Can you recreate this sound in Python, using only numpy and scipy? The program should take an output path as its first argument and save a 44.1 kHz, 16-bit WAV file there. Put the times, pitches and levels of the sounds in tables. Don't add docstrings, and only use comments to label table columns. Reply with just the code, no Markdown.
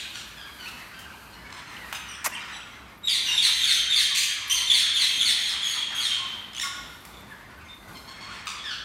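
import sys
import numpy as np
from scipy import signal
from scipy.fft import rfft, irfft
from scipy.io import wavfile
from scipy.ndimage import uniform_filter1d, map_coordinates

SR = 44100
rng = np.random.default_rng(int(sys.argv[2]) if len(sys.argv) > 2 else 0)


def boost_factor(decibels):
    exponent = np.asarray(decibels, float) / 20
    return 10 ** exponent


def waveform_to_disk(signal):
    frames = np.transpose(np.atleast_2d(signal))
    scaled = np.clip(frames, -1, 1) * 32767
    samples = np.round(scaled).astype(np.int16)
    wavfile.write(sys.argv[1], SR, samples)


N = 389844
PATHS = 8
PURE_TILT_DB = -22.5

# f/Hz, level/dB
ADULT_THROAT = [(1200, -16), (2100, -10.5), (2800, -17.5), (3600, 2.5), (4500, 2.5), (5500, -5),
                (7000, -11), (9000, -2.5), (11000, -10.5), (15000, -20)]
# f/Hz, level/dB
FLOCK_THROAT = [(900, 1), (2200, 0), (4300, 8.5), (5800, -1), (7500, -6), (10000, -14), (14000, -46)]


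def unit(x):
    return x / np.sqrt(np.mean(x ** 2) + 1e-20)


def along(points, hz):
    f, v = np.transpose(points)
    return np.interp(np.log(hz + 1), np.log(f + 1), v)


def curve(rows):
    s, value = np.transpose(rows)
    return np.interp(np.arange(N) / SR, s, value)


def wobble(rate, n=N):
    knots = rng.standard_normal(int(N * rate / SR) + 4 if n == N else 400)
    return map_coordinates(knots, [np.arange(n) * rate / SR], mode="wrap")


def coloured(x, spectrum):
    gain = boost_factor(along(spectrum, np.fft.rfftfreq(len(x), 1 / SR)))
    return unit(irfft(rfft(x) * gain, len(x)))


def add(bus, s, x):
    part = bus[round(s * SR):][:len(x)]
    part += x[:len(part)]


def sagging(rows, sag, tilt_db):
    return [(s, length, hz, hz * sag, db, tilt_db) for s, length, hz, db in rows]


def sliding(rows, tilt_db):
    return [(*row, tilt_db) for row in rows]


def hall(feeds):
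    # f/Hz, t60/s
    decay = [(500, 0.17), (1500, 1.26), (3500, 1.16), (7000, 0.75), (14000, 0.34)]
    hz, t, z = signal.stft(rng.standard_normal((PATHS, 3 * SR // 2)), SR, nperseg=256)
    t60 = np.clip(along(decay, hz), .1, 3)[:, None]
    tails = signal.istft(z * boost_factor(-60 * t / t60), SR, nperseg=256)[1]
    t = np.arange(tails.shape[1]) / SR
    tails *= np.clip(t / 0.01 - .3, 0, 1)
    tails *= 1 + 1.9 * np.exp(-t / 0.0074)
    return signal.fftconvolve(feeds, tails / np.linalg.norm(tails[0]), axes=1)[:, :N].sum(0)


def sing(notes, throat, bend, attack, jitter, buzz, rasp_db, breath_db, wet_db, dry_db, first=0):
    # f/Hz, level/dB
    beak_air = [(500, -69), (1200, -25.5), (2200, 4.5), (3500, 6.5), (5200, -5.5), (8500, -4.5),
                (11000, -16.5), (15500, -26)]
    buzz_hz = 334.3
    catch_hz, catch_share = 170, 1.1
    direct, feeds = np.zeros(N), np.zeros((PATHS, N))
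    k = np.arange(1, 15)[:, None]
    for i, (s, length, hz_from, hz_to, db, tilt_db) in enumerate(notes):
        u = np.linspace(0, 1, max(round(length * SR), 64))
        n = len(u)
        shake = jitter * wobble(396, n) + buzz * u * np.sin(2 * np.pi * buzz_hz * length * u)
        pitch = (hz_from + (hz_to - hz_from) * u ** bend) * (1 + shake)
        hz = k * pitch
        levels = boost_factor(along(throat, hz) + tilt_db * np.log2(k)) * (hz < SR / 2.2)
        partials = levels * np.sin(2 * np.pi * k * np.cumsum(pitch) / SR + k * k)
        partials /= np.std(partials.sum(0))
        aside = boost_factor(-3.5 * np.log2(np.maximum(hz / 4500, 1)))
        swell = np.clip(np.minimum((u / attack) ** 1.5, (1 - u) / .15), 0, 1)
        air = coloured(rng.standard_normal(SR // 4), beak_air)[:n]
        breath = swell * boost_factor(breath_db) * air
        catches = catch_share * np.clip(wobble(catch_hz, n), 0, 2)
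        unsteady = boost_factor(min(rasp_db, 4) * (wobble(700, n) - catches))
        near = unsteady * (aside * partials).sum(0) + breath
        around = unsteady * partials.sum(0) + breath
        add(direct, s, boost_factor(db + dry_db) * swell * near)
        add(feeds[(i + first) % PATHS], s, boost_factor(db + wet_db) * swell * around)
    return direct, feeds


def chatter():
    # f/Hz, level/dB
    far_throat = [(700, -0.5), (1000, -4), (1600, 0), (2500, 0), (3500, -20), (5000, -9.5), (9000, -22)]
    notes = []
    for when, size, height, loud in rng.random((240, 4)):
        hz = 1000 + 1300 * height
        notes.append((when * N / SR, .03 + .05 * size, hz, hz * (.65 + .2 * size), 4 * loud, -2))
    near, feeds = sing(notes, far_throat, bend=1, attack=.3, jitter=.03, buzz=.05, rasp_db=4,
                       breath_db=-8, wet_db=0, dry_db=-8)
    babble = near + hall(feeds)
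    return babble / np.sqrt(np.abs(uniform_filter1d(babble ** 2, size=SR // 5)) + 1e-9)


def background():
    # t/s, level/dB
    chatter_course = [(0, -51), (.45, -48), (.9, -44), (1.3, -49.5), (1.7, -41), (2.1, -44.5), (2.45, -37),
                      (3, -52), (3.3, -38.5), (4.8, -38.5), (5.3, -42.5), (5.85, -36.5), (6.5, -45.5),
                      (7.05, -52.5), (7.55, -47.5), (8, -51), (8.4, -40), (8.84, -53)]
    hum_course = [(0, -51.5), (1.5, -49.5), (3, -52), (4.5, -52.5), (6, -51.5), (7.5, -49), (8.84, -51.5)]
    air_course = [(0, -61), (1.4, -62), (2.2, -63), (3, -60.5), (6.5, -65), (7.3, -59), (8.84, -69)]
    # f/Hz, level/dB per Hz
    air_colour = [(2350, -34), (4000, 13.5), (4770, 9), (5430, -12), (5910, 3), (13500, 6.5), (15500, -9)]
    rumble_colour = [(15, -38), (25, -29), (46, 10), (75, 4), (141, 6), (212, 7.5), (517, -2), (608, 0.5),
                     (800, 0.5), (926, 3), (1200, 2.5), (1560, -7), (2640, -120)]
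    # f/Hz, level/dB
    fan = [(52, -86), (64, -57), (100, -63), (192, -71)]
    t = np.arange(N) / SR
    lines = np.zeros(N)
    for hz, db in fan:
        lines += boost_factor(db + 3.9 * wobble(12.0)) * np.sin(2 * np.pi * (hz * t + 0.43 * wobble(7.4)))
    air_db = curve(air_course) + 4.4 * wobble(4.4) + wobble(25)
    air = boost_factor(air_db) * coloured(rng.standard_normal(N), air_colour)
    hum_db = curve(hum_course) + 1.37 * wobble(6.7)
    hum = boost_factor(hum_db) * coloured(rng.standard_normal(N), rumble_colour)
    return boost_factor(curve(chatter_course) - 1.83) * chatter() + air + hum + lines


def earlier_calls():
    # f/Hz, level/dB
    past_calls = [(3990, -35), (3500, -40), (2900, -48), (1800, -41.5)]
    length_s, sag, ago_s = .012, .75, .06
    notes = sagging([(0, length_s, hz, db) for hz, db in past_calls], sag, PURE_TILT_DB)
    feeds = sing(notes, ADULT_THROAT, bend=1, attack=.1, jitter=.06, buzz=0, rasp_db=4,
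                 breath_db=4, wet_db=3, dry_db=0)[1]
    return hall(feeds[:, :SR // 10])[round(ago_s * SR):]


def flock():
    # t/s, length/s, f/Hz, level/dB
    shrills = [(1.67, 0.039, 2130, -52), (1.95, 0.03, 3160, -42), (2.08, 0.053, 2940, -43),
               (2.137, 0.025, 2740, -47), (2.32, 0.028, 2800, -47), (2.52, 0.062, 1990, -45.5),
               (7.645, 0.028, 3200, -58)]
    peeps = [(.92, 0.08, 1583, -53), (.93, 0.11, 3170, -52), (.92, 0.081, 4740, -57),
             (1.03, .04, 2900, -50), (1.05, .02, 1607, -45), (1.1, 0.028, 1582, -48),
             (1.35, 0.05, 2970, -56), (1.14, 0.01, 900, -44.5), (1.45, 0.031, 2260, -47),
             (1.925, 0.01, 3600, -40), (2.11, 0.027, 2440, -45.5), (2.32, 0.034, 2765, -39),
             (2.37, 0.035, 2410, -41.5), (6.18, 0.1, 1089, -44.5), (6.628, 0.063, 1123, -39.5),
             (6.63, 0.04, 1448, -37), (6.7, .12, 1476, -46), (6.632, 0.014, 2164, -32),
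             (7.575, 0.023, 1540, -48), (7.68, 0.061, 3650, -50.5), (7.88, 0.045, 1470, -51),
             (8.575, 0.061, 3420, -42)]
    squawks = [(1.29, 0.04, 1640, -58), (1.32, 0.041, 1450, -51.5), (2.4, 0.033, 1270, -46),
               (7.1, 0.12, 3580, -56.5), (7.94, 0.053, 1067, -45.5), (8.065, 0.069, 1097, -44),
               (8.198, 0.067, 1110, -43.5), (8.3, 0.13, 1114, -52)]
    # t/s, length/s, first f/Hz, last f/Hz, level/dB
    swoops = [(.655, 0.03, 2365, 2760, -39), (1.765, 0.017, 3310, 2130, -46),
              (1.782, 0.097, 2150, 1780, -46.5), (1.97, .1, 2600, 2500, -52),
              (1.945, 0.025, 3030, 2550, -41), (2.07, .055, 2850, 3000, -52),
              (2.125, 0.04, 3000, 3430, -48), (2.348, 0.031, 3375, 2530, -36.5),
              (2.54, 0.0213, 3830, 3000, -43.5), (2.6, 0.031, 2550, 3500, -45),
              (7.305, 0.037, 1865, 1594, -43.5), (8.27, 0.058, 946, 1486, -48.5)]
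    sag, squawk_tilt_db, shrill_tilt_db = .975, -2, 9
    cries = sagging(shrills, sag, shrill_tilt_db) + sagging(peeps, sag, PURE_TILT_DB)
    cries = sorted(cries + sliding(swoops, PURE_TILT_DB))
    return [sing(cries, FLOCK_THROAT, bend=.8, attack=.12, jitter=.01, buzz=.012, rasp_db=3,
                 breath_db=-18, wet_db=-4, dry_db=0),
            sing(sagging(squawks, sag, squawk_tilt_db), FLOCK_THROAT, bend=.8, attack=.25, jitter=.015,
                 buzz=.015, rasp_db=4, breath_db=-9, wet_db=-2, dry_db=-1)]


def crier():
    # t/s, length/s, first f/Hz, last f/Hz, level/dB, tilt/dB per octave
    cries = [
        (.365, 0.083, 1715, 1553, -47, -9.5),
        (.582, 0.087, 1551, 1404, -46.5, -6.5),
        (8.632, 0.13, 1884, 1254, -37.5, -7),
    ]
    # f/Hz, level/dB
    cry_throat = [(900, -8), (1700, -4), (2400, -7), (3400, 7), (4600, 4), (5800, 1), (7500, -19),
                  (14000, -50)]
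    return [sing(cries, cry_throat, bend=1, attack=.12, jitter=.008, buzz=.04, rasp_db=4,
                 breath_db=-11, wet_db=1, dry_db=0, first=4)]


def answering_adult():
    # t/s, length/s, f/Hz, level/dB
    answers = [(3.45, 0.21, 3156, -31.5), (3.7, 0.095, 3113, -29), (4.0, 0.057, 3130, -29.5),
               (4.21, .11, 3183, -32), (4.53, 0.11, 3145, -35.5), (4.76, 0.082, 3253, -31),
               (5.04, 0.162, 3214, -32), (5.37, 0.068, 3264, -30.5), (5.635, 0.076, 3257, -29),
               (5.94, 0.075, 3234, -29.5)]
    whistles = [(3.26, 0.085, 2864, -30.5), (5.5, 0.078, 3364, -32.5), (5.76, 0.086, 3383, -33.5),
                (6.07, 0.098, 3200, -30)]
    # t/s, length/s, first f/Hz, last f/Hz, level/dB
    slurs = [
        (3.222, 0.079, 3120, 2907, -34.5),
        (4.495, 0.023, 2900, 3210, -20),
        (4.512, 0.038, 3167, 3176, -25.5),
        (5.618, 0.024, 3573, 3270, -30.5),
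    ]
    # f/Hz, level/dB
    second_throat = [(2600, -36.5), (3200, 8.5), (6300, -3), (9700, -11.5), (13000, -16.5), (16000, -43)]
    rise, tilt_db, slur_tilt_db, whistle_sag = 1.012, 3.5, 3, .94
    notes = sagging(answers, rise, tilt_db) + sliding(slurs, slur_tilt_db)
    notes = sorted(notes + sagging(whistles, whistle_sag, PURE_TILT_DB))
    return [sing(notes, second_throat, bend=1.1, attack=.14, jitter=.011, buzz=.02, rasp_db=4,
                 breath_db=-7, wet_db=0, dry_db=-5, first=5)]


def ticks():
    # t/s, peak level/dB, knock level/dB, t60/s
    contacts = [(0.7144, -26, 6, 0.015), (0.99, -27.5, 1, 0.17), (1.898, -29, -15, 0.027),
                (1.927, -15, 7.5, 0.042), (7.051, -20, -1, 0.033), (7.883, -34, -8, 0.097),
                (7.9708, -31, -3, 0.048)]
    out, t = np.zeros(N), np.arange(SR // 8) / SR
    for s, db, low_db, t60 in contacts:
        spit = coloured(rng.standard_normal(len(t)), [(2500, -26), (4500, 6), (12000, 1), (16000, -1.5)])
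        knock = coloured(rng.standard_normal(len(t)), [(300, -26), (900, 6), (3600, -1.5), (5000, -16.5)])
        add(out, s, boost_factor(db - 20 - 60 * t / max(t60, .004)) * (spit + boost_factor(low_db) * knock))
    return out


def scrape():
    # t/s, level/dB, slip rate/Hz
    drag = [
        (2.243, -30, 760),
        (2.25, -25, 750),
        (2.27, -23.5, 600),
        (2.279, -28.5, 460),
        (2.289, -57, 290),
    ]
    # f/Hz, level/dB per Hz
    early_colour = [(150, -62), (250, -34), (566, -42), (955, -10), (1640, -14), (3840, -21.5), (4260, -21),
                    (7060, -15.5), (14900, -26), (16000, -30)]
    late_colour = [(120, -48), (200, -17), (851, -4), (1420, -6.5), (2420, -3.5), (3310, -34), (5630, -14),
                   (8740, -26), (11700, -8), (16000, -37)]
    s, db, rate = np.transpose(drag)
    t = np.arange(s[0], s[-1], 1 / SR)
    slip_hz = np.interp(t, s, rate) * (1 + 0.36 * wobble(500, len(t)))
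    slips = np.diff(np.floor(np.cumsum(slip_hz) / SR), prepend=0)
    rub = unit(slips * boost_factor(rng.standard_normal(len(t)))) + 1.2 * rng.standard_normal(len(t))
    late = np.clip((t - s[0] - .012) / 0.022, 0, 1)
    colour = (1 - late) * coloured(rub, early_colour) + late * coloured(rub, late_colour)
    out = np.zeros(N)
    add(out, s[0], boost_factor(np.interp(t, s, db)) * colour)
    return out


def rustle():
    # t/s, length/s, centre f/Hz, level/dB
    puffs = [(2.335, 0.086, 8900, -47), (2.89, .06, 13000, -74), (2.973, 0.054, 13000, -59),
             (4.475, 0.039, 11900, -45), (6.62, .1, 12500, -56), (6.755, .07, 13500, -60),
             (6.87, .05, 11900, -65), (7.004, 0.031, 12500, -55), (7.053, 0.065, 12000, -60),
             (7.2, 0.054, 13500, -64), (7.3, .05, 11000, -63), (7.41, .03, 12000, -65),
             (7.5, .04, 11000, -66), (7.57, .04, 12500, -64), (7.735, .08, 13000, -65)]
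    out = np.zeros(N)
    for s, length, hz, db in puffs:
        u = np.linspace(0, 1, max(round(length * SR), 64))
        skin = [(hz / 2, -40), (hz * 0.89, -5), (hz, 0), (hz * 1.0, -8), (hz * 2, -50)]
        hiss = coloured(rng.standard_normal(SR // 4), skin)[:len(u)]
        grain = boost_factor(db + 3 * wobble(300, len(u)))
        add(out, s, grain * np.minimum(10 * u, 1) * (1 - u) * hiss)
    return out


def adult():
    # t/s, held length/s, held f/Hz, held level/dB, fall level/dB
    shrieks = [(3.026, 0.076, 3820, -24.5, -24.5), (3.275, 0.13, 3750, -21.5, -20.5),
               (3.601, 0.061, 3752, -20.5, -21.5), (3.885, 0.065, 3707, -21, -22),
               (4.665, 0.064, 3660, -18.5, -22), (4.925, 0.063, 3610, -21, -22),
               (5.19, 0.046, 3637, -21.5, -22)]
    # t/s, length/s, first f/Hz
    fall_notes = [(3.086, 0.094, 2518), (3.415, 0.072, 2380), (3.665, 0.074, 2397), (3.955, 0.073, 2378),
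                  (4.733, 0.083, 2323), (4.993, 0.071, 2343), (5.249, 0.072, 2350)]
    # t/s, first f/Hz, level/dB
    lone_falls = [(4.551, 2420, -29), (5.439, 2290, -31), (5.701, 2353, -32.5), (6.001, 2343, -29.5)]
    held_sag, held_softer_db, held_tilt_db = .985, 5.5, -2
    break_s, break_sag, break_tilt_db = .032, .8, -9
    fall_s, fall_sag, fall_tilt_db = .075, .7, -3
    held, breaks = [], []
    for s, length, hz, db, _ in shrieks:
        steady_s, end_hz = length - break_s, hz * held_sag
        held.append((s, steady_s, hz, end_hz, db - held_softer_db, held_tilt_db))
        breaks.append((s + length - break_s, break_s, end_hz, hz * break_sag, db, break_tilt_db))
    falls = [(*fall, call[-1]) for fall, call in zip(fall_notes, shrieks)]
    falls = sagging(falls, fall_sag, fall_tilt_db)
    lone = sagging([(s, fall_s, hz, db) for s, hz, db in lone_falls], fall_sag, fall_tilt_db)
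    return [sing(held, ADULT_THROAT, bend=1, attack=.6, jitter=.003, buzz=.006, rasp_db=2,
                 breath_db=-20, wet_db=2, dry_db=0),
            sing(breaks, ADULT_THROAT, bend=1.3, attack=.15, jitter=.009, buzz=.025, rasp_db=4,
                 breath_db=-12, wet_db=1, dry_db=0, first=1),
            sing(falls, ADULT_THROAT, bend=1, attack=.12, jitter=.011, buzz=.025, rasp_db=4,
                 breath_db=-6, wet_db=-3, dry_db=-3.5, first=3),
            sing(lone, ADULT_THROAT, bend=1, attack=.08, jitter=.011, buzz=.025, rasp_db=4,
                 breath_db=-9, wet_db=-2, dry_db=-4, first=2)]


def chick():
    # t/s, length/s, f/Hz, level/dB
    rasp_notes = [
        (0.12, 0.11, 1498, -44.5),
        (0.668, 0.034, 1405, -47),
        (1.555, 0.054, 1052, -48.5),
        (1.947, 0.017, 1353, -40.5),
        (6.634, 0.0197, 1800, -40),
        (8.268, 0.11, 1500, -50.5),
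        (8.505, 0.036, 1194, -48),
    ]
    # t/s, length/s, first f/Hz, last f/Hz, level/dB
    screech = [
        (4.147, 0.02, 1685, 2450, -26.5),
        (4.166, 0.014, 1800, 2120, -28),
        (4.17, 0.034, 2070, 2170, -26.5),
        (4.198, 0.042, 2444, 2410, -31),
        (4.232, 0.017, 2443, 1870, -29),
    ]
    # t/s, f/Hz, level/dB, tilt/dB per octave
    trill = [(1.503, 1070, -45, 1), (1.524, 1035, -36, 0), (1.545, 1020, -47, 1), (1.568, 1050, -45, -2),
             (6.532, 1720, -41, 4), (6.547, 3060, -33, -1), (6.555, 3060, -39, -20), (6.564, 3150, -32, 1),
             (6.573, 3000, -32, -20), (6.58, 3330, -30, 0), (6.589, 2980, -39, -20), (6.597, 1830, -26, 3),
             (6.603, 3050, -50, -20), (8.455, 1190, -42, 22), (8.469, 1250, -27.5, -1),
             (8.476, 1208, -28.5, 0), (8.489, 1145, -32, 1), (8.5, 1160, -33, 1)]
    # t/s, length/s, first f/Hz, last f/Hz, level/dB, tilt/dB per octave
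    yelp = [
        (6.611, .022, 2025, 1704, -28.5, 5.5),
    ]
    # f/Hz, level/dB
    young_throat = [(1000, 6), (2200, 1), (4300, 3), (6400, -0.5), (8500, -7.5), (11000, -16.5),
                    (15000, -25)]
    rasp_sag, bright_per_db, even_db, tilt_low_db, tilt_top_db = .91, 1.5, -45, -5, 6
    screech_tilt_db, dulls_db_per_s, burst_s = 10, 40, .0058
    rasps = []
    for s, length, hz, db in rasp_notes:
        tilt_db = np.clip(bright_per_db * (db - even_db), tilt_low_db, tilt_top_db)
        rasps.append((s, length, hz, hz * rasp_sag, db, tilt_db))
    start_s = screech[0][0]
    scream = [(*row, screech_tilt_db - dulls_db_per_s * (row[0] - start_s)) for row in screech]
    bursts = [(s, burst_s, hz, hz, db, tilt_db) for s, hz, db, tilt_db in trill]
    return [sing(rasps, young_throat, bend=.8, attack=.3, jitter=.028, buzz=.03, rasp_db=4,
                 breath_db=-1, wet_db=-1, dry_db=2),
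            sing(scream, young_throat, bend=.75, attack=.15, jitter=.025, buzz=.025, rasp_db=4,
                 breath_db=-1, wet_db=0, dry_db=2, first=6),
            sing(bursts, young_throat, bend=1, attack=0.23, jitter=.005, buzz=.004, rasp_db=1.6,
                 breath_db=-5, wet_db=-2, dry_db=-1.5),
            sing(yelp, young_throat, bend=.9, attack=.08, jitter=.006, buzz=.01, rasp_db=1.5,
                 breath_db=-10, wet_db=-1, dry_db=0, first=3)]


def scene():
    voices = flock() + crier() + answering_adult() + adult() + chick()
    feeds = sum(feed for direct, feed in voices)
    claws, ring = ticks(), scrape()
    add(feeds[0], 0, boost_factor(-0.5) * claws + boost_factor(-15.5) * ring)
    birds = sum(direct for direct, feed in voices)
    mix = birds + claws + ring + rustle() + hall(feeds) + background()
    add(mix, 0, earlier_calls())
    return mix[None]


def band_limit(x):
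    return signal.sosfilt(signal.butter(12, 16460, fs=SR, output="sos"), x)


def record(dry):
    top_hz, bass_hz = 15800, 36
    hz = np.fft.rfftfreq(N, 1 / SR)
    band = (hz < top_hz) / (1 + (bass_hz / (hz + 1)) ** 4)
    return band_limit(irfft(rfft(dry) * band, N))


dry = scene()
out = record(dry)
waveform_to_disk(out)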